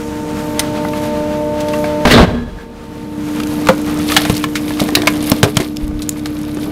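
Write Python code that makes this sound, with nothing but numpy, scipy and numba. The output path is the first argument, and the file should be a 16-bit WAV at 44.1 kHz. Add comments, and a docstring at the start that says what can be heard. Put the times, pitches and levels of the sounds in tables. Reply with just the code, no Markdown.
"""A refuse truck's steel packer panel comes down with a crash, then squeezes the bags, which crinkle,
snap and burst with dull thumps. Behind it the hydraulic pump whines and the diesel engine drones.
It is heard from the rim of the hopper, the steel bin that holds the rubbish. A small camera overloads
on the blows, and its gain control turns the sound down after the crash."""
import sys
import numpy as np
from scipy import signal
from scipy.fft import rfft, irfft, next_fast_len
from scipy.io import wavfile
from scipy.ndimage import uniform_filter1d
from numba import njit

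SR = 44100
rng = np.random.default_rng(int(sys.argv[2]) if len(sys.argv) > 2 else 0)


def to_wav(sig):
    """Store sig (one row per channel, or 1-D mono) as 16-bit WAV at the path in sys.argv[1].

    Samples outside -1..1 are clipped; the rate is SR.
    """
    pcm = np.clip(np.atleast_2d(sig), -1, 1) * 32767
    pcm = np.round(pcm).astype(np.int16)
    wavfile.write(sys.argv[1], SR, pcm.T)  # frames by channels


N = 295911
TIME = np.arange(N) / SR
LANDS_S = 2.06  # when the panel lands

# The notes the steel hopper rings at; t60 is the time a sound takes to fade by 60 dB.
# (pitch [Hz], level [dB], t60 [s])
HOPPER_NOTES = [(38.8, -16, 1.2), (74.3, -17, 1.12), (175.2, -2.5, 0.2), (239, -3.5, 0.74), (279, -19, 0.3),
                (450, -12, 0.63), (604, -13.5, 0.68), (1078, -26, 0.89), (1224, -24, 0.75),
                (1580, -17, 0.61), (1640, -24, 0.67), (1700, -24.5, 0.99), (2180, -25, 0.17),
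                (3310, -31.5, 1.04), (4030, -35, 0.97)]


def panel(ring_db=-8, rattle_db=1.56):
    """The panel lands in a run of grinding blows; each shakes the hopper, which rings and rattles."""
    # (time [s], level [dB], brightness [dB per octave], rise time [s], t60 [s])
    blows = [(2.052, -2, 1, 0.00062, 0.086), (2.057, -9, -4, 0.0078, 0.32), (2.066, -8.5, 2.5, 0.0065, 1),
             (2.106, -1.5, 4.5, 0.011, 0.15), (2.130, 5.5, -1.5, 0.013, 0.49), (2.172, 15, -0.6, 0.02, 0.3),
             (2.220, 1.5, -4, 0.0054, 0.8)]
    # the noise of a blow: (frequency [Hz], level [dB])
    blow_colour = [(20, -17), (45, -3), (80, 4), (120, 3.5), (200, 5), (450, 1), (900, -4.5), (2000, -11),
                   (4000, -18), (7000, -31.5), (15000, -42)]
    grind, ring = np.zeros(N), np.zeros(N)
    for s, db, bright_db, rise_s, t60 in blows:
        tilted = [(hz, level + bright_db * np.log2(hz / 500)) for hz, level in blow_colour]
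        decay = fade(t60)
        decay *= 1 - np.exp(-TIME[:len(decay)] / rise_s)  # the rubbish cushions the contact
        noise = colour(rng.standard_normal(2 * SR), tilted)[:len(decay)]
        add(grind, s, undb(db) * noise * decay)
        for hz, note_db, note_t60 in HOPPER_NOTES:
            decay = fade(note_t60)
            t = TIME[:len(decay)]
            pair_hz = hz + (5 + 0.00634 * hz) * rng.standard_normal((2, 1))
            swing = np.sin(2 * np.pi * pair_hz * t).sum(0)  # welded plates ring in close pairs
            gain = undb(db + note_db + bright_db * np.log2(hz / 500))
            add(ring, s, gain * decay * swing * np.minimum(t / rise_s, 1))
    return (grind + undb(ring_db) * ring) * undb(rattle_db * drift(70))


def screech(q=6):
    """Steel squeals briefly as the panel's edge drags along the hopper."""
    # (time [s], level [dB], pitch [Hz], t60 [s])
    squeals = [(2.109, -4.5, 2060, 0.11), (2.112, -18, 4200, .12), (2.138, -8, 3700, 0.39)]
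    out = np.zeros(N)
    for s, db, hz, t60 in squeals:
        decay = fade(t60)
        drag = unit(resonate(resonate(rng.standard_normal(SR), hz, q), hz, q / 2))
        add(out, s, undb(db) * drag[:len(decay)] * decay)
    return out


def crinkle(squeeze_db, clicks_per_s=1000, spread_db=3.5, t60=0.017, rustle_db=-4.5):
    """Folds of plastic flip with many tiny clicks and a few large ones, while bags rub and rustle."""
    # (frequency [Hz], level [dB])
    crinkle_colour = [(250, -30), (600, 6), (1400, -3.5), (2500, -1), (4200, -1.5), (7000, -11),
                      (12000, -7), (15500, -15)]
    # a bag stretches and crumples: (time [s], length [s], level [dB])
    crumples = [(0.87, 0.2, -39), (1.73, .12, -41), (4.124, 0.048, -20), (4.286, .12, -29),
                (4.745, 0.082, -27.5), (5.183, 0.19, -30), (5.573, 0.031, -27), (6.622, 0.026, -34)]
    out = np.zeros(N)
    flicker_db = 2.4 * drift(40)
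    for hz in np.geomspace(600, 14000, 10):  # ten bands share the clicks
        sizes = undb(spread_db * np.minimum(rng.exponential(size=N), 4))
        flips = (rng.random(N) < clicks_per_s / 10 / SR) * sizes
        decay = fade(t60)
        burst = rng.standard_normal(SR)[:len(decay)] * decay
        click = resonate(resonate(burst, hz, q=1.3), hz, q=0.61)
        rustle = unit(resonate(rng.standard_normal(N), hz, q=3.9)) * undb(rustle_db + 1.34 * drift(30))
        out += np.sqrt(hz) * (unit(signal.oaconvolve(flips, click)[:N]) + rustle)
    return colour(out, crinkle_colour) * undb(swells(squeeze_db, crumples) + flicker_db)


def snaps(squeeze_db, ring_db=-6, edge_db=-17, tick_t60=0.0041):
    """Stiff plastic and card buckle: a sharp crack and a short ring. Small ticks come at random."""
    # (time [s], level [dB], crack pitch [Hz], ring pitch [Hz], t60 [s])
    breaks = [(0.594, -5, 4130, 8940, 0.042), (.885, -26.5, 2980, 1900, .036),
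              (1.604, -25, 4630, 3350, 0.095), (1.685, -21, 2190, 1550, 0.044),
              (1.734, -24, 2400, 2500, 0.07), (1.842, -26.5, 2300, 2350, 0.09),
              (3.401, -18, 2360, 1230, 0.033), (3.435, -17.5, 2980, 3500, 0.017),
              (3.671, -9.5, 1650, 1190, 0.028), (3.687, -5.5, 1110, 1430, 0.083),
              (4.119, -8, 2200, 1280, 0.03), (4.165, 4.5, 2030, 3360, 0.056),
              (4.251, -14.5, 2020, 1400, 0.076), (4.297, -12.5, 1860, 1220, 0.063),
              (4.367, -14.5, 3750, 4300, 0.021), (4.379, -16.5, 5500, 5400, 0.015),
              (4.44, -13.5, 1920, 2240, 0.041), (4.554, -14.5, 2870, 2350, 0.11),
              (4.802, -10.5, 4470, 3900, 0.03), (4.952, 13, 2820, 3900, 0.016),
              (5.019, -13, 1980, 2300, 0.025), (5.072, -1, 1840, 2240, 0.054),
              (5.299, -5.5, 14000, 11400, 0.015), (5.317, -2, 3350, 4340, 0.019),
              (5.430, 0.5, 2570, 1520, 0.069), (5.569, 1.5, 2830, 3140, 0.026),
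              (5.603, -15.5, 2650, 2120, 0.073), (5.769, -13.5, 4460, 5070, 0.0091),
              (6.020, -22.5, 4900, 4100, 0.072), (6.092, -4, 7750, 7200, 0.012),
              (6.258, -14.5, 1900, 1610, 0.023)]
    small = scatter(squeeze_db, count=70, size_db=14.5, spread_db=2.5, low_hz=2970, high_hz=11100)
    ticks = [(s, db, hz, hz, tick_t60) for s, db, hz in small]
    out = np.zeros(N)
    for s, db, crack_hz, ring_hz, t60 in list(breaks) + ticks:
        decay = fade(t60)
        tear = rng.standard_normal(SR // 2)[:len(decay)] * decay
        crack = unit(resonate(tear, crack_hz, q=1.0)) + undb(edge_db) * unit(tear)
        ring = undb(ring_db) * unit(resonate(tear, ring_hz, q=11))
        add(out, s, undb(db) * unit(crack + ring) * np.sqrt(np.mean(decay ** 2)))
    return out


def thumps(upper_ratio=2.9, body_q=1.28, shove_db=-3):
    """Trapped air lets go: the bag swings at two pitches, each with a dull shove of its contents."""
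    # bags burst and boxes give way; near 5.8 s, a low rumble of handling or wind on the microphone:
    # (time [s], pitch [Hz], its level [dB], level of the upper pitch [dB], t60 [s])
    bumps = [(3.689, 179.6, -1.5, 1.5, 0.11), (4.298, 166, 3, -1.5, 0.034), (4.325, 125, -12.5, -32, 0.071),
             (4.815, 204, -3.5, -15, 0.087), (4.888, 135, -22, -10, .03), (4.925, 297, -8, -34, 0.028),
             (4.969, 122, -22, -14.5, 0.3), (5.072, 213, -13, -4, 0.036), (5.318, 207, 5, 2, 0.026),
             (5.431, 152, 9, 8.5, 0.038), (5.45, 145, -7.5, -5.5, 0.14), (5.569, 145, 1.5, -14, 0.045),
             (5.6, 124.5, -4, -3.5, 0.077), (5.826, 52.6, -8, -32, 0.17), (5.883, 68, -22, -28, 0.29),
             (5.932, 40, -19.5, -28, 0.27), (6.57, 330, -16, -48, 0.054), (6.659, 326, -22, -38, 0.26)]
    out = np.zeros(N)
    for s, pitch_hz, low_db, upper_db, t60 in bumps:
        decay = fade(t60)
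        for hz, db in ((pitch_hz, low_db), (upper_ratio * pitch_hz, upper_db)):
            swing = np.sin(2 * np.pi * hz * TIME[:len(decay)])
            noise = rng.standard_normal(2 * SR)[:len(decay)]
            shove = undb(shove_db) * unit(resonate(resonate(noise, hz, body_q), hz, body_q / 2))
            add(out, s, undb(db) * resonate(decay * (swing + shove), hz, q=0.22))
    return out


def knocks(squeeze_db, t60=0.035):
    """Cartons and bottles knock and their hollow walls ring; smaller knocks come at random."""
    # (time [s], level [dB], lowest note [Hz])
    hits = [(.596, -16.5, 804), (.850, -16.5, 810), (.935, -22.5, 1220), (1.738, -18, 997),
            (1.842, -16.5, 840), (3.402, -21, 1140), (3.898, -24, 1150), (3.998, -23, 1440),
            (3.688, -0.5, 928), (4.120, -14, 994), (4.168, 0, 1016), (4.252, -14.5, 627),
            (4.441, -12.5, 1093), (4.556, -15.5, 1400), (4.707, -19, 650), (4.797, -15.5, 844),
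            (4.890, -16, 715), (4.971, -15, 770), (5.034, -16.5, 700), (5.074, -4.5, 973),
            (5.431, -9.5, 750), (5.569, -5.5, 756)]
    # a carton wall: (pitch [times the lowest note], level [dB])
    wall_notes = [(1.002, 8.5), (1.28, 3.5), (1.62, 3.5), (2.1, -2.5), (2.55, 3.5)]
    small = scatter(squeeze_db, count=70, size_db=7, spread_db=0.5, low_hz=568, high_hz=1597)
    out, decay = np.zeros(N), fade(t60)
    for s, db, hz in list(hits) + small:
        for ratio, note_db in wall_notes:
            note_hz = hz * ratio * (1 + 0.084 * rng.standard_normal())
            swing = np.sin(2 * np.pi * (note_hz * TIME[:len(decay)] + rng.random()))
            add(out, s, undb(db + note_db) * decay * swing / 2)
    return out


def slide(swell_db=3.0, grain_db=2.0):
    """Plastic film slides over film and sizzles in a few high bands that come and go on their own."""
    # (frequency [Hz], sharpness [Q], level [dB])
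    bands = [(3200, 4.4, -20), (6400, 2.7, 5), (8630, 13, -3), (11200, 4.5, 1.5), (12900, 5, 1.5)]
    # (time [s], length [s], level [dB])
    slips = [(0, 0.62, -42), (0.97, 0.065, -42), (1.4, 0.059, -47), (1.772, 0.054, -41),
             (2.013, 0.053, -47), (3.243, 1.9, -43.5)]
    sizzle = np.zeros(N)
    for hz, q, db in bands:
        sizzle += unit(resonate(rng.standard_normal(N), hz, q)) * undb(db + swell_db * drift(7.8))
    creep_db = under_load(-51, per_load=0.33, db_per_s=-0.58)  # it creeps on between slips
    return unit(sizzle) * undb(swells(creep_db, slips) + grain_db * drift(600))


def clink(s=2.587, db=-26, t60=0.26):
    """Something small and hard glances off the steel and wakes only its high notes."""
    out, decay = np.zeros(N), fade(t60)
    for hz, _, _ in HOPPER_NOTES:
        contact_db = -40 * abs(np.log2(hz / 1720))  # the light touch favours notes near 1720 Hz
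        add(out, s, undb(db + contact_db) * decay * np.sin(2 * np.pi * hz * TIME[:len(decay)]))
    return out


def pump(pump_hz=299.9, slack_hz=1.46, take_up_s=0.612, packs_s=3.2, packing_db=5, dip_db=-15.5):
    """The pistons make the oil pulse and whine, brightly until the panel lands; oil and panel hiss."""
    # (pitch [times the main note], level before landing [dB], drop while slack [dB],
    #  level on landing [dB], change as the panel closes [dB per s])
    overtones = [(2, -18.5, 24, -40, -1.5), (3, -27, 9, -33, -5), (4, -44, 8, -53, 0),
                 (5, -48.5, 2, -62, 2)]
    valve_close_s, valve_open_s = 0.23, 0.48
    landed = ramp(LANDS_S, valve_close_s)
    # the pump eases off while the valve changes over from sweeping to packing
    changeover = landed - ramp(packs_s - valve_open_s, valve_open_s)
    # it runs a little fast until it takes up the strain of each stroke
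    slack = np.exp(-TIME / take_up_s) + changeover
    phase = turn((pump_hz + slack_hz * slack) * (1 + 0.00061 * drift(15.85)))
    whine_db = under_load(-22.5, per_load=0.6, db_per_s=-0.46)
    whine = tone(phase, whine_db + packing_db * landed + dip_db * changeover, waver_db=-0.44)
    for multiple, sweep_db, slack_db, landed_db, db_per_s in overtones:
        before_db = sweep_db - slack_db * slack
        after_db = landed_db + db_per_s * closing_time()
        whine += tone(multiple * phase, (1 - landed) * before_db + landed * after_db, waver_db=0.8)
    # (frequency [Hz], level [dB])
    hiss_colour = [(300, -4), (700, 7.5), (1200, 6), (2200, 1), (3700, -3.5), (6000, -9.5), (12000, -18),
                   (15500, -21)]
    hiss = colour(rng.standard_normal(N), hiss_colour) * (1 + 0.057 * np.sin(phase))
    hiss_db = under_load(-30, per_load=1.17, db_per_s=-1.67) + 1.97 * drift(25.38)
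    return whine + hiss * undb(hiss_db)


def engine(crank_hz=34.89, fan_hz=232.3):
    """The diesel's turning shaft hums, its body drones and throbs as it fires, and its fan sings."""
    # (pitch [times the shaft's turning rate], level [dB])
    shaft_notes = [(1, -43), (2, -38.5), (3, -38.5), (4, -37.5), (5, -42.5), (6, -35.5)]
    # (frequency [Hz], level [dB])
    drone_colour = [(15, -18), (35, -20), (70, -6), (125, -4), (200, 2), (270, -4), (400, -8.5), (600, -12),
                    (1000, -29), (2000, -54), (5000, -71)]
    crank = turn(crank_hz * (1 + 0.0032 * drift(4.87)))
    hum = sum(tone(multiple * crank, db, waver_db=1.0) for multiple, db in shaft_notes)
    drone = colour(rng.standard_normal(N), drone_colour) * (1 + 0.074 * np.sin(2 * crank))
    drone *= undb(under_load(-24, per_load=0.79, db_per_s=-0.21))
    blades = turn(fan_hz * (1 + 0.00298 * drift(10)))
    fan = tone(blades, under_load(-31, per_load=0.48, db_per_s=-0.088), waver_db=1.0)
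    fan += tone(2 * blades, under_load(-28, per_load=0.5, db_per_s=-2.24), waver_db=1.1)
    return hum + drone + fan


def hopper_echo(x, t60=0.18, echo_db=-16):
    """Adds the short echo of sound bouncing between the steel walls."""
    decay = fade(t60)
    wall_colour = [(100, 5.5), (1500, 8.0), (5000, -1.0), (15000, 3)]  # (frequency [Hz], level [dB])
    tail = colour(rng.standard_normal(2 * SR), wall_colour)[:len(decay)] * decay
    return x + undb(echo_db) * signal.oaconvolve(x, tail / np.sqrt(np.sum(tail ** 2)))[:N]


def under_load(db, per_load, db_per_s):
    """Level in dB of a sound that follows the strain on the pump and fades as the panel closes."""
    # the strain builds, eases after the crash, builds again and drops when bags give way:
    # (time [s], load [dB])
    load = [(0, -6.5), (.6, -0.4), (1.3, -1.5), (2.05, 0), (3.0, -3), (3.65, 0), (4.2, 1.5), (4.5, -3.5),
            (5.15, 2), (5.75, -6.5), (6.2, -5.5), (6.7, -1.5)]
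    return db + per_load * np.interp(TIME, *np.transpose(load)) + db_per_s * closing_time()


def squeeze(loose_db=-51, bites_at_s=2.7, bite_s=0.8):
    """How hard the bags are worked, in dB: little until the panel bites, then in step with the load."""
    squeezed_db = under_load(-35.5, per_load=0.6, db_per_s=-0.83)  # quieter as their air goes
    return loose_db + (squeezed_db - loose_db) * ramp(bites_at_s, bite_s)


def scatter(squeeze_db, count, size_db, spread_db, low_hz, high_hz):
    """Random events (time [s], level [dB], pitch [Hz]), more and louder the harder the squeeze."""
    odds = np.cumsum(undb(0.76 * squeeze_db))
    when, size, pitch = rng.random((count, 3)).T
    at = np.searchsorted(odds, when * odds[-1])
    db = squeeze_db[at] + size_db + spread_db * np.minimum(-np.log(size), 2)
    return list(zip(at / SR, db, low_hz * (high_hz / low_hz) ** pitch))


def swells(base_db, events, grow_s=0.083, settle_s=0.054):
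    """Level in dB of an ongoing sound plus events that grow, hold and die away."""
    power = undb(base_db) ** 2
    for s, length_s, db in events:
        outside = np.maximum(s - TIME, 0) / grow_s + np.maximum(TIME - s - length_s, 0) / settle_s
        power = power + (undb(db) * np.exp(-np.minimum(outside, 20))) ** 2
    return 10 * np.log10(power)


def closing_time():
    """Seconds for which the panel has been closing the hopper."""
    return np.maximum(TIME - LANDS_S, 0)


def ramp(start_s, length_s):
    """Rises evenly from 0 to 1."""
    return np.clip((TIME - start_s) / length_s, 0, 1)


def undb(db):
    """Turns decibels into a factor to multiply by."""
    return 10 ** (np.asarray(db) / 20)


def unit(x):
    """Scales a sound to an average power of 1."""
    return x / np.sqrt(np.mean(x ** 2))


def colour(x, points):
    """Shapes bass and treble along (frequency [Hz], level [dB]) points; average power 1."""
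    hz, db = np.transpose(points)
    size = next_fast_len(len(x))
    freqs = np.maximum(np.arange(size // 2 + 1) * SR / size, 1)
    gain = undb(np.interp(np.log(freqs), np.log(hz), db))
    return unit(irfft(rfft(x, size) * gain, size)[:len(x)])


def resonate(x, hz, q):
    """Keeps the sound near one pitch; a higher q makes the band narrower."""
    angle = 2 * np.pi * min(hz / SR, .45)
    width = np.sin(angle) / (2 * q)
    return signal.lfilter([width, 0, -width], [1 + width, -2 * np.cos(angle), 1 - width], x)


def drift(steps_per_s):
    """A smooth random wander with a typical size of 1."""
    hold = int(SR / steps_per_s)
    steps = np.repeat(rng.standard_normal(N // hold + 1), hold)
    return unit(uniform_filter1d(uniform_filter1d(steps, hold), hold)[:N])


def fade(t60):
    """Dies away by 60 dB every t60 seconds, until too quiet to hear."""
    return undb(-60 * TIME[:int(1.5 * t60 * SR) + 64] / t60)


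def add(out, s, sound):
    """Mixes a sound in at time s."""
    start = int(s * SR)
    out[start:start + len(sound)] += sound[:N - start]


def turn(hz):
    """The angle reached by something turning at a changing speed."""
    return 2 * np.pi * np.cumsum(hz) / SR


def tone(phase, db, waver_db):
    """A pure note whose level wavers a little."""
    return np.sqrt(2) * np.sin(phase) * undb(db + waver_db * drift(12))


@njit
def follow(x, attack, release):
    """Tracks how loud a sound is, rising at the attack rate and falling at the release rate."""
    out, level = np.empty(len(x)), 0.
    for i in range(len(x)):
        level += (abs(x[i]) - level) * (attack if abs(x[i]) > level else release)
        out[i] = level
    return out


def scene():
    """The panel, the rubbish it crushes and the machinery, in one channel."""
    squeeze_db = squeeze()
    rubbish = crinkle(squeeze_db) + snaps(squeeze_db) + knocks(squeeze_db) + thumps()
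    machinery = engine() + pump()
    return (machinery + panel() + screech() + clink() + slide() + hopper_echo(rubbish))[None]


def record(dry, threshold_db=-9.5, attack_s=0.088, release_s=0.62, top_hz=15500):
    """Gain control turns down long loud sounds, peaks are flattened and the highest treble is cut."""
    level = follow(dry[0], 1 / (attack_s * SR), 1 / (release_s * SR))
    turned_down = dry / np.maximum(level / undb(threshold_db), 1)
    treble_cut = signal.ellip(8, .2, 70, top_hz, fs=SR, output="sos")
    return signal.sosfilt(treble_cut, np.clip(turned_down, -1, 1))


dry = scene()
out = record(dry)
to_wav(out)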